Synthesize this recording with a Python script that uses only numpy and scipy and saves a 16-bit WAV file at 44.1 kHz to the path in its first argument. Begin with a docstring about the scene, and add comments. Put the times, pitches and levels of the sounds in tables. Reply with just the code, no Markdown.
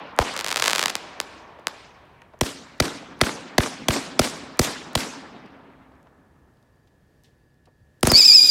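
"""A shell bursts overhead, over the fading roll of an earlier one, and its stars crackle: a fireworks cake
on open ground at night. Eight comets thump from their tubes one by one, then three shots leave almost
together and a warbling whistle climbs away. Each blast is a pressure pulse, reflected by the ground and
walls and scattered by far trees. Between shots a low murmur, a distant hum and a cricket remain."""
import sys
import numpy as np
from scipy import signal
from scipy.fft import rfft, irfft, next_fast_len
from scipy.io import wavfile
from scipy.ndimage import uniform_filter1d, minimum_filter1d, map_coordinates

SR = 44100
rng = np.random.default_rng(int(sys.argv[2]) if len(sys.argv) > 2 else 0)


def store_pcm(level_fs):
    """Save levels as 16-bit WAV."""
    pcm = np.round(np.clip(level_fs, -1, 1) * 32767).astype(np.int16)
    wavfile.write(sys.argv[1], SR, np.atleast_2d(pcm).T)


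N = 374850
T = np.arange(N) / SR
PAD = SR  # event tracks start one second early

def amp(db):
    return 10 ** (np.asarray(db) / 20)

def unit_rms(x):
    return x / np.sqrt(np.mean(x ** 2) + 1e-20)

def along(table, hz, column=1):
    """Interpolation of a table column on a log-frequency axis."""
    rows = np.array(table)
    return np.interp(np.log(hz + 1), np.log(rows[:, 0] + 1), rows[:, column])

def filtered(x, response):
    """Linear filtering: the spectrum of x times a frequency response."""
    size = next_fast_len(len(x) + 8192)
    return irfft(rfft(x, size) * response(np.fft.rfftfreq(size, 1 / SR)), size)[:len(x)]

def band(hz, width):
    """Second-order resonance, its bandwidth a share of its pitch."""
    return lambda f: 1j * f * hz * width / (hz * hz - f * f + 1j * f * hz * width)

def wobble(rate_hz):
    """Random modulation: a smooth curve through rate_hz knots a second."""
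    return map_coordinates(rng.standard_normal(int(N * rate_hz / SR) + 4), [T * rate_hz])

def add(track, start_s, sound):
    """Superposition of a sound on an event track."""
    part = track[PAD + round(start_s * SR):][:len(sound)]
    part += sound[:len(part)]

def shaped_noise(spectrum):
    """Spectral shaping of white noise, RMS 1."""
    return unit_rms(filtered(rng.standard_normal(N), lambda f: amp(along(spectrum, f))))

def impulse(spectrum):
    """Minimum phase: the most abrupt pulse with this spectrum, peak 1."""
    cepstrum = irfft(np.log(amp(along(spectrum, np.fft.rfftfreq(2048, 1 / SR)))))
    cepstrum[1:1024] *= 2
    cepstrum[1025:] = 0
    pulse = irfft(np.exp(rfft(cepstrum)))[:1024]
    return pulse / np.abs(pulse).max()

def blast(positive_s):
    """Blast wave: a pressure jump followed by suction."""
    u = np.arange(1500) / SR / positive_s
    return (1 - u) * np.exp(-u)

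def puff(hz, fall_30db_s):
    """Exponential decay of band-limited noise, peak 1."""
    t = np.arange(SR // 5) / SR
    noise = rng.standard_normal(len(t)) * amp(-30 * t / fall_30db_s)
    sound = filtered(noise, lambda f: band(hz, 1.2)(f) ** 2)
    return sound / np.abs(sound).max()

# Spectrum of far traffic: frequency_hz, relative_db
TRAFFIC_SPECTRUM = [(12, -45.5), (20, -13.5), (75, -2), (108, -8), (139, -3.5), (174, -11), (452, -17),
                    (1280, -31.5), (1740, -27), (2120, -34.5), (15200, -47.5), (16500, -52)]
def traffic():
    """Incoherent sources: far traffic merges into low, gently wavering noise."""
    return shaped_noise(TRAFFIC_SPECTRUM) * amp(-59 + .99 * wobble(3.6))

# Tones of a distant machine: pitch_hz, level_db
HUM_TONES = [(1707, -73), (1830, -76.5)]
def machine_hum():
    """Narrowband tones, drifting in level and phase."""
    return sum(amp(db + 1.3 * wobble(3.8)) * np.sin(2 * np.pi * hz * T + .4 * wobble(21))
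               for hz, db in HUM_TONES)

def cricket():
    """Amplitude modulation: a high tone pulses in irregular chirps."""
    chirps = np.clip(wobble(7.8), 0, 1)
    pulses = np.clip(np.sin(2 * np.pi * 28 * T + 2 * wobble(16)), -.3, 1)
    return amp(-80) * chirps * pulses * np.sin(2 * np.pi * 4700 * T + 1.5 * wobble(60))

# Small ticks, dull knocks and a low wind bump: start_s, level_db, pitch_hz, fall_30db_s
SMALL_SOUNDS = [(.164, -37, 6100, 0.0025), (.175, -27, 670, .016), (1.588, -32, 497, 0.0084),
                (1.596, -50, 4900, .003), (2.218, -37.5, 850, 0.008), (2.336, -37, 502, .03),
                (3.2072, -17, 1210, 0.0036), (5.46, -52, 4480, .011), (6.029, -55, 5870, 0.0032),
                (6.07, -50.5, 1390, .014), (6.627, -54, 4470, .004), (6.872, -57.5, 3470, .034),
                (7.236, -49, 5930, .0046), (7.243, -50.5, 3440, 0.092), (7.655, -54, 3480, .02),
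                (7.67, -48, 488, .049), (7.79, -47.5, 64.5, 0.1)]
def small_sounds():
    """Damped noise transients: ticks, knocks and a wind bump, plus faint ticks at chance times."""
    out = np.zeros(N + PAD)
    faint = [(when * N / SR, -58 - 6 * size, 4500 * (.5 + pitch), .005)
             for when, size, pitch in rng.random((24, 3))]
    for start_s, db, hz, fall_s in [*SMALL_SOUNDS, *faint]:
        add(out, start_s, amp(db) * puff(hz, fall_s))
    return out

# Decay of the scattered sound: frequency_hz, near_t60_s, far_t60_s, far_level_db
TAIL_DECAY = [(60, 0.14, 3.9, -15), (252, 0.4, 3.45, -19.5), (930, 0.45, 3.81, -15.5),
              (2900, 0.66, 2.13, -13.5), (7540, 0.54, 0.83, -20), (14800, 0.15, 0.44, -23)]
def reverberation(spectrum, onset_s, rise_s, treble_db=0):
    """Diffuse scattering: near things answer first, far trees longest, in uneven lumps."""
    hz, t, noise = signal.stft(rng.standard_normal(3 * SR), SR, nperseg=256)
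    near_t60, far_t60, far_db = [along(TAIL_DECAY, hz, column)[:, None] for column in (1, 2, 3)]
    decay = np.hypot(amp(-60 * t / near_t60), amp(far_db - 60 * t / far_t60))
    lumps = uniform_filter1d(rng.standard_normal(noise.shape), size=7, axis=0)
    lumps = uniform_filter1d(lumps, size=9, axis=1)
    tail = signal.istft(noise * decay * amp(2.3 * unit_rms(lumps)), SR, nperseg=256)[1]
    tail = filtered(tail, lambda f: amp(along(spectrum, f)))
    tail /= np.sqrt(np.mean(tail[:SR // 10] ** 2))
    tail = filtered(tail, lambda f: amp(treble_db * f ** 2 / (f ** 2 + 3500 ** 2)))
    t = np.arange(len(tail)) / SR
    early = .37 * np.clip(t / .01, 0, 1)
    late = 1 - np.exp(-np.clip(t - onset_s, 0, None) / rise_s)
    return tail * (early + late)

# Single reflections from walls: delay_s, relative_db, pitch_hz, smear_s
WALL_ECHOES = [(0.0194, -17, 2165, 0.0095), (.048, -19, 3550, 0.013), (.078, -21.5, 900, .004)]
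def add_wall_echoes(track, start_s, thump, colour, echo_db):
    """Rough reflection: each uneven wall smears the crack of a launch and returns its thump."""
    t = np.arange(900) / SR
    for delay_s, db, hz, smear_s in WALL_ECHOES:
        rough = rng.standard_normal(len(t)) * np.exp(-2 * (2 * t / smear_s - 1) ** 2)
        smeared = np.convolve(blast(.00028), rough / np.linalg.norm(rough))
        crack = filtered(smeared, lambda f: band(hz, 2.5)(f) * colour(f))
        add(track, start_s + delay_s, amp(db + echo_db + 45) * crack)
        add(track, start_s + delay_s + smear_s / 2, amp(db + 2) * filtered(thump, band(480, 1.3)))

# Turning points of the whistle's fundamental: time_s, pitch_hz
WHISTLE_PITCH = [(8.1, 2502), (8.109, 2664), (8.125, 2342), (8.15, 2277), (8.191, 2632), (8.224, 2319),
                 (8.255, 2655), (8.275, 2432), (8.291, 2511), (8.31, 2355), (8.347, 2624), (8.372, 2425),
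                 (8.402, 2470), (8.413, 2404), (8.441, 2497), (8.5, 2413)]
# Partials of the whistle: pitch_ratio, relative_db
WHISTLE_PARTIALS = [(1, -21.5), (1.5, -25), (2, 1.5), (3, -14.5), (4, -24.5), (5, -27), (6, -27.5)]
# Spectrum of its gas jet: frequency_hz, relative_db
JET_SPECTRUM = [(59, -70), (100, -75), (2210, -29.5), (2460, -24), (4290, -16.5), (4880, -0.5),
                (5670, -11.5), (14800, -37), (16500, -87)]
def whistle():
    """Pulsed combustion in a tube: it sputters, nearly dies, swells to full and recedes."""
    full_s, swell_s, catch_s, open_s, fade_db_per_s = 8.139, .013, .0043, .082, 12.5
    turn_s, turn_hz = np.transpose(WHISTLE_PITCH)
    age = T - turn_s[0]
    hz = uniform_filter1d(np.interp(T, turn_s, turn_hz), size=500) * (1 + .0063 * wobble(250))
    phase = 2 * np.pi * np.cumsum(hz) / SR
    burn_db = np.interp(T, [turn_s[0], full_s - swell_s, full_s], [-15, -33, -9])
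    burn_db -= fade_db_per_s * np.clip(T - full_s, 0, None)
    burn = amp(burn_db) * np.clip(age / catch_s + 1, 0, 1) ** 2
    flame = np.clip(age / open_s, 0, 1)  # as it opens, the other partials join the second harmonic
    tone = np.zeros(N)
    for ratio, db in WHISTLE_PARTIALS:
        level = amp(db + 3.3 * wobble(90)) * flame ** abs(ratio - 2) ** .5
        jitter = (3.2 * (ratio % 1) + .12 * ratio) * wobble(300)
        tone += level * np.sin(ratio * phase + jitter)
    jet = shaped_noise(JET_SPECTRUM) * amp(-15.5 + 2.9 * wobble(84))
    return burn * (tone + jet)

def climbing(direct):
    """Doppler shift: the whistle's ground echo lags ever more, so it sounds flat and beats; walls echo."""
    age = np.clip(T - WHISTLE_PITCH[0][0], 0, None)
    lag_s = .003 + .011 * (1 - np.exp(-age / .25))
    ground = map_coordinates(direct, [(T - lag_s) * SR])
    out = direct + filtered(ground, lambda f: 1.11 / (1 + (f / 8000) ** 2))
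    for delay_s, db, *_ in WALL_ECHOES:
        out += amp(db - 1.5) * np.pad(direct, (round(delay_s * SR), 0))[:N]
    return out

# Spectrum of one crack: frequency_hz, relative_db
CRACK_SPECTRUM = [(20, -37.5), (150, -9), (500, 1), (1500, 3.5), (4000, 1), (8000, -5.5), (16000, -21.5)]
# Spectrum of the echoes of blasts overhead: frequency_hz, relative_db
SKY_ECHO_SPECTRUM = [(24, -68), (40, -44.5), (191, -5), (1090, -5.5), (1200, -8.5), (3370, -13.5),
                     (5050, -14.5), (7950, -21.5), (15300, -30.5), (16500, -45.5)]
# Loud crackling stars: start_s, level_db
LOUD_STARS = [(.3392, -17), (.3650, -7.5), (.3763, -9), (.3916, -6), (.4006, -11), (.4102, -6), (.4448, -4),
              (.4641, -5.5), (.4750, -10), (.4836, -4.5), (.4902, -9.5), (.5044, -8), (.5112, -7.5),
              (.5152, -4.5), (.5270, -3.5), (.5437, -11), (.5600, 0.5), (.5702, -3.5), (.5765, -5.5),
              (.5895, -13), (.5980, -2), (.6010, -6), (.6230, 1.5), (.6405, -0.5), (.6425, -7.5),
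              (.6515, -6), (.6585, -1), (.6615, -3), (.6700, -6), (.6752, -6), (.6797, 3), (.6975, -2.5),
              (.7072, -2), (.7136, -3), (.7322, 1.5), (.7512, -2.5), (.7590, -1), (.7818, -3), (.7938, 0.5),
              (.8080, -9.5), (.8150, -5), (.8278, 0.5), (.8380, -5), (.8584, 3), (.8820, -5.5), (.8974, -7),
              (.9012, -5.5), (.9540, 1), (1.2018, 1), (1.6704, 0)]
def stars():
    """Impulse train: stars crack, twice in the dense swarm, and reflect off rough ground."""
    swarm_s, spread_s, mean_gap_s = .67, .085, .0016
    weak_stars = [(swarm_s + 2 * spread_s * (a + b + c - 1.5), -10 - 22.5 * size)
                  for a, b, c, size in rng.random((85, 4))]
    cracks, second_cracks, tints = np.zeros((3, N + PAD))
    for start_s, db in [*LOUD_STARS, *weak_stars]:
        tint, gap, drop = rng.random(3)
        add(cracks, start_s, amp([db]))
        add(tints, start_s, amp([db]) * .84 * (tint - .5))
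        if start_s < swarm_s + 3 * spread_s:
            add(second_cracks, start_s + mean_gap_s * (.5 + gap), amp([db - 2 - 16.5 * drop]))
    cracks += filtered(tints, band(1500, 1.8))  # each star has its own colour
    ground = rng.standard_normal(90) * amp(-.12 * np.arange(90))
    paths = np.pad(amp(-17) * ground / np.linalg.norm(ground), (round(.0112 * SR), 0))
    paths[0] = 1  # the direct path
    pops = signal.fftconvolve(cracks + second_cracks, np.convolve(paths, impulse(CRACK_SPECTRUM)))
    roll = signal.fftconvolve(cracks, reverberation(SKY_ECHO_SPECTRUM, onset_s=.052, rise_s=.16))
    return pops[:N + PAD] + amp(-38) * roll[:N + PAD]

# Shell bursts in the sky: start_s, crack_db, boom_db, rumble_db, walls_db, roll_db
SHELL_BURSTS = [(-.45, -10, 4, -8, -18, -22), (0.1888, -1, 15.5, -6.5, -23, -26.5)]
def shells():
    """Multipath propagation: a blast arrives direct, off the ground, off near walls, then as a roll."""
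    out, t = np.zeros(N + PAD), np.arange(SR // 20) / SR
    crack = np.pad(impulse(CRACK_SPECTRUM), (0, 476))
    boom = filtered(blast(.0002), band(640, 1))
    rumble = filtered(blast(.0075), band(76, 1.1))
    wall_colour = lambda f: amp(along(SKY_ECHO_SPECTRUM, f)) * (.51 + band(800, 1.2)(f))
    for start_s, crack_db, boom_db, rumble_db, walls_db, roll_db in SHELL_BURSTS:
        shot = amp(boom_db) * boom + amp(crack_db) * crack
        add(out, start_s, shot + amp(rumble_db) * rumble)
        add(out, start_s + .0105, amp(-16) * shot)  # ground reflection
        walls = unit_rms(filtered(rng.standard_normal(len(t)), wall_colour))
        add(out, start_s + .0101, amp(walls_db) * walls * np.exp(-((t - .021) / .0098) ** 4))
        add(out, start_s, amp(roll_db) * reverberation(SKY_ECHO_SPECTRUM, onset_s=.044, rise_s=.03))
    return out

# Spectrum of gas spitting from a tube: frequency_hz, relative_db
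GAS_SPECTRUM = [(300, 8), (1000, 3.5), (2500, -6.5), (5000, -8), (9000, -12), (16000, -28)]
def gas_spit(envelope, colour):
    """Flow noise: a ragged burst of escaping gas, peak 1."""
    noise = rng.standard_normal(len(envelope)) * envelope
    gas = filtered(np.convolve(noise, impulse(GAS_SPECTRUM))[:len(noise)], colour)
    return gas / np.abs(gas).max()

# Spectrum of the diffuse echo of a launch: frequency_hz, relative_db
LAUNCH_ECHO_SPECTRUM = [(24, -48.5), (40, -31.5), (172, -2), (239, 0.5), (536, -6.5), (1030, -9),
                        (1710, -12.5), (2760, -18), (5050, -18.5), (8790, -23.5), (15300, -29),
                        (16500, -37.5)]
# Shots from the tubes: start_s, spit_db, thump_db, echo_db, spit_pitch_hz, treble_db, fuse_db
LIFT_CHARGES = [(2.4108, -8, -1, -36, 3750, 9, -47.5), (2.801, -3.5, 0.5, -31, 4730, 2.5, -52.5),
                (3.213, 2, 0.5, -29, 2160, 3, -43), (3.581, -0.5, 2, -29.5, 2950, 3.5, -53),
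                (3.884, -2, 0, -28.5, 2983, 6.5, -70), (4.193, 1.5, 2, -31, 4000, 8.5, -63.5),
                (4.5926, -4, 3, -31.5, 6170, 10, -41), (4.953, -3.5, -2.5, -32.5, 3890, 6, -36),
                (8.03, -5, 2.5, -28.5, 7440, 5, -41), (8.0704, -4.5, 1, -47.5, 7200, 22, -62),
                (8.1163, -5, 0.5, -47, 7200, 17.5, -62)]
def launches():
    """Impulse excitation: after a fuse tick and a fizz, the lift charge spits gas and thumps its tube."""
    out, t = np.zeros(N + PAD), np.arange(1500) / SR
    hollow_ring = lambda f: 1 + amp(3.1) * band(270, .091)(f)
    rebound = -filtered(blast(.00045), lambda f: band(240, 1.2)(f) ** 2)
    for start_s, spit_db, thump_db, echo_db, hz, treble_db, fuse_db in LIFT_CHARGES:
        shelf_db = 2 * treble_db - 8
        colour = lambda f: (.3 + band(hz, 1.1)(f)) * amp(shelf_db * f ** 2 / (f ** 2 + 9000 ** 2))
        spit = amp(spit_db) * gas_spit(np.exp(-((t - .0022) / .0014) ** 2), colour)
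        fizz = amp(spit_db - 14.5) * gas_spit(amp(-60 * t / .0034)[::-1], colour)
        ring_hz = 490 * (1 + .18 * rng.standard_normal())  # every tube rings a little differently
        ring = filtered(blast(.0005), band(ring_hz, .5))
        thump = amp(thump_db) * (blast(.0014) + amp(-7.5) * ring)
        add(out, start_s - .021, amp(fuse_db) * puff(6800, fall_30db_s=.005))
        add(out, start_s - len(fizz) / SR, fizz)
        for delay_s, spit_share, thump_share in [(0, 1, 1), (.003, .62, .15)]:  # direct, off the ground
            add(out, start_s + delay_s - .0013, spit_share * spit)
            add(out, start_s + delay_s + .0016, thump_share * thump)
        add(out, start_s + .0084, amp(thump_db + 2) * rebound)
        add_wall_echoes(out, start_s, thump, colour, echo_db)
        tail = reverberation(LAUNCH_ECHO_SPECTRUM, onset_s=.027, rise_s=.0072, treble_db=treble_db)
        add(out, start_s, amp(echo_db) * filtered(tail, hollow_ring))
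    return out

def scene():
    """Superposition of the fireworks and the night background in one channel."""
    events = launches() + shells() + stars() + small_sounds()
    return (events[PAD:] + climbing(whistle()) + traffic() + machine_hum() + cricket())[None]

# Group delay of the recorder's filters: frequency_hz, delay_s
GROUP_DELAY = [(35, 0.017), (70, 0.02), (130, 0.012), (200, 0.0073), (330, 0.0029), (500, 0.003),
               (1000, .0009), (4000, 0.00014)]
def record(dry):
    """Dispersion: filters delay the bass, so blasts sweep down; a limiter holds peaks; the top is cut."""
    low_cut_hz, top_cut_hz, ceiling = 33, 16200, .86
    dispersion = lambda f: np.exp(-2j * np.pi * np.cumsum(along(GROUP_DELAY, f)) * f[1])
    swept = filtered(dry[0], lambda f: dispersion(f) * f ** 4 / (f ** 4 + low_cut_hz ** 4))
    needed_gain = np.minimum(1, ceiling / (np.abs(swept) + 1e-9))
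    limited = swept * uniform_filter1d(minimum_filter1d(needed_gain, size=41), size=21)
    return filtered(limited, lambda f: 1 / (1 + (f / top_cut_hz) ** 80))[None]

dry = scene()
out = record(dry)
store_pcm(out)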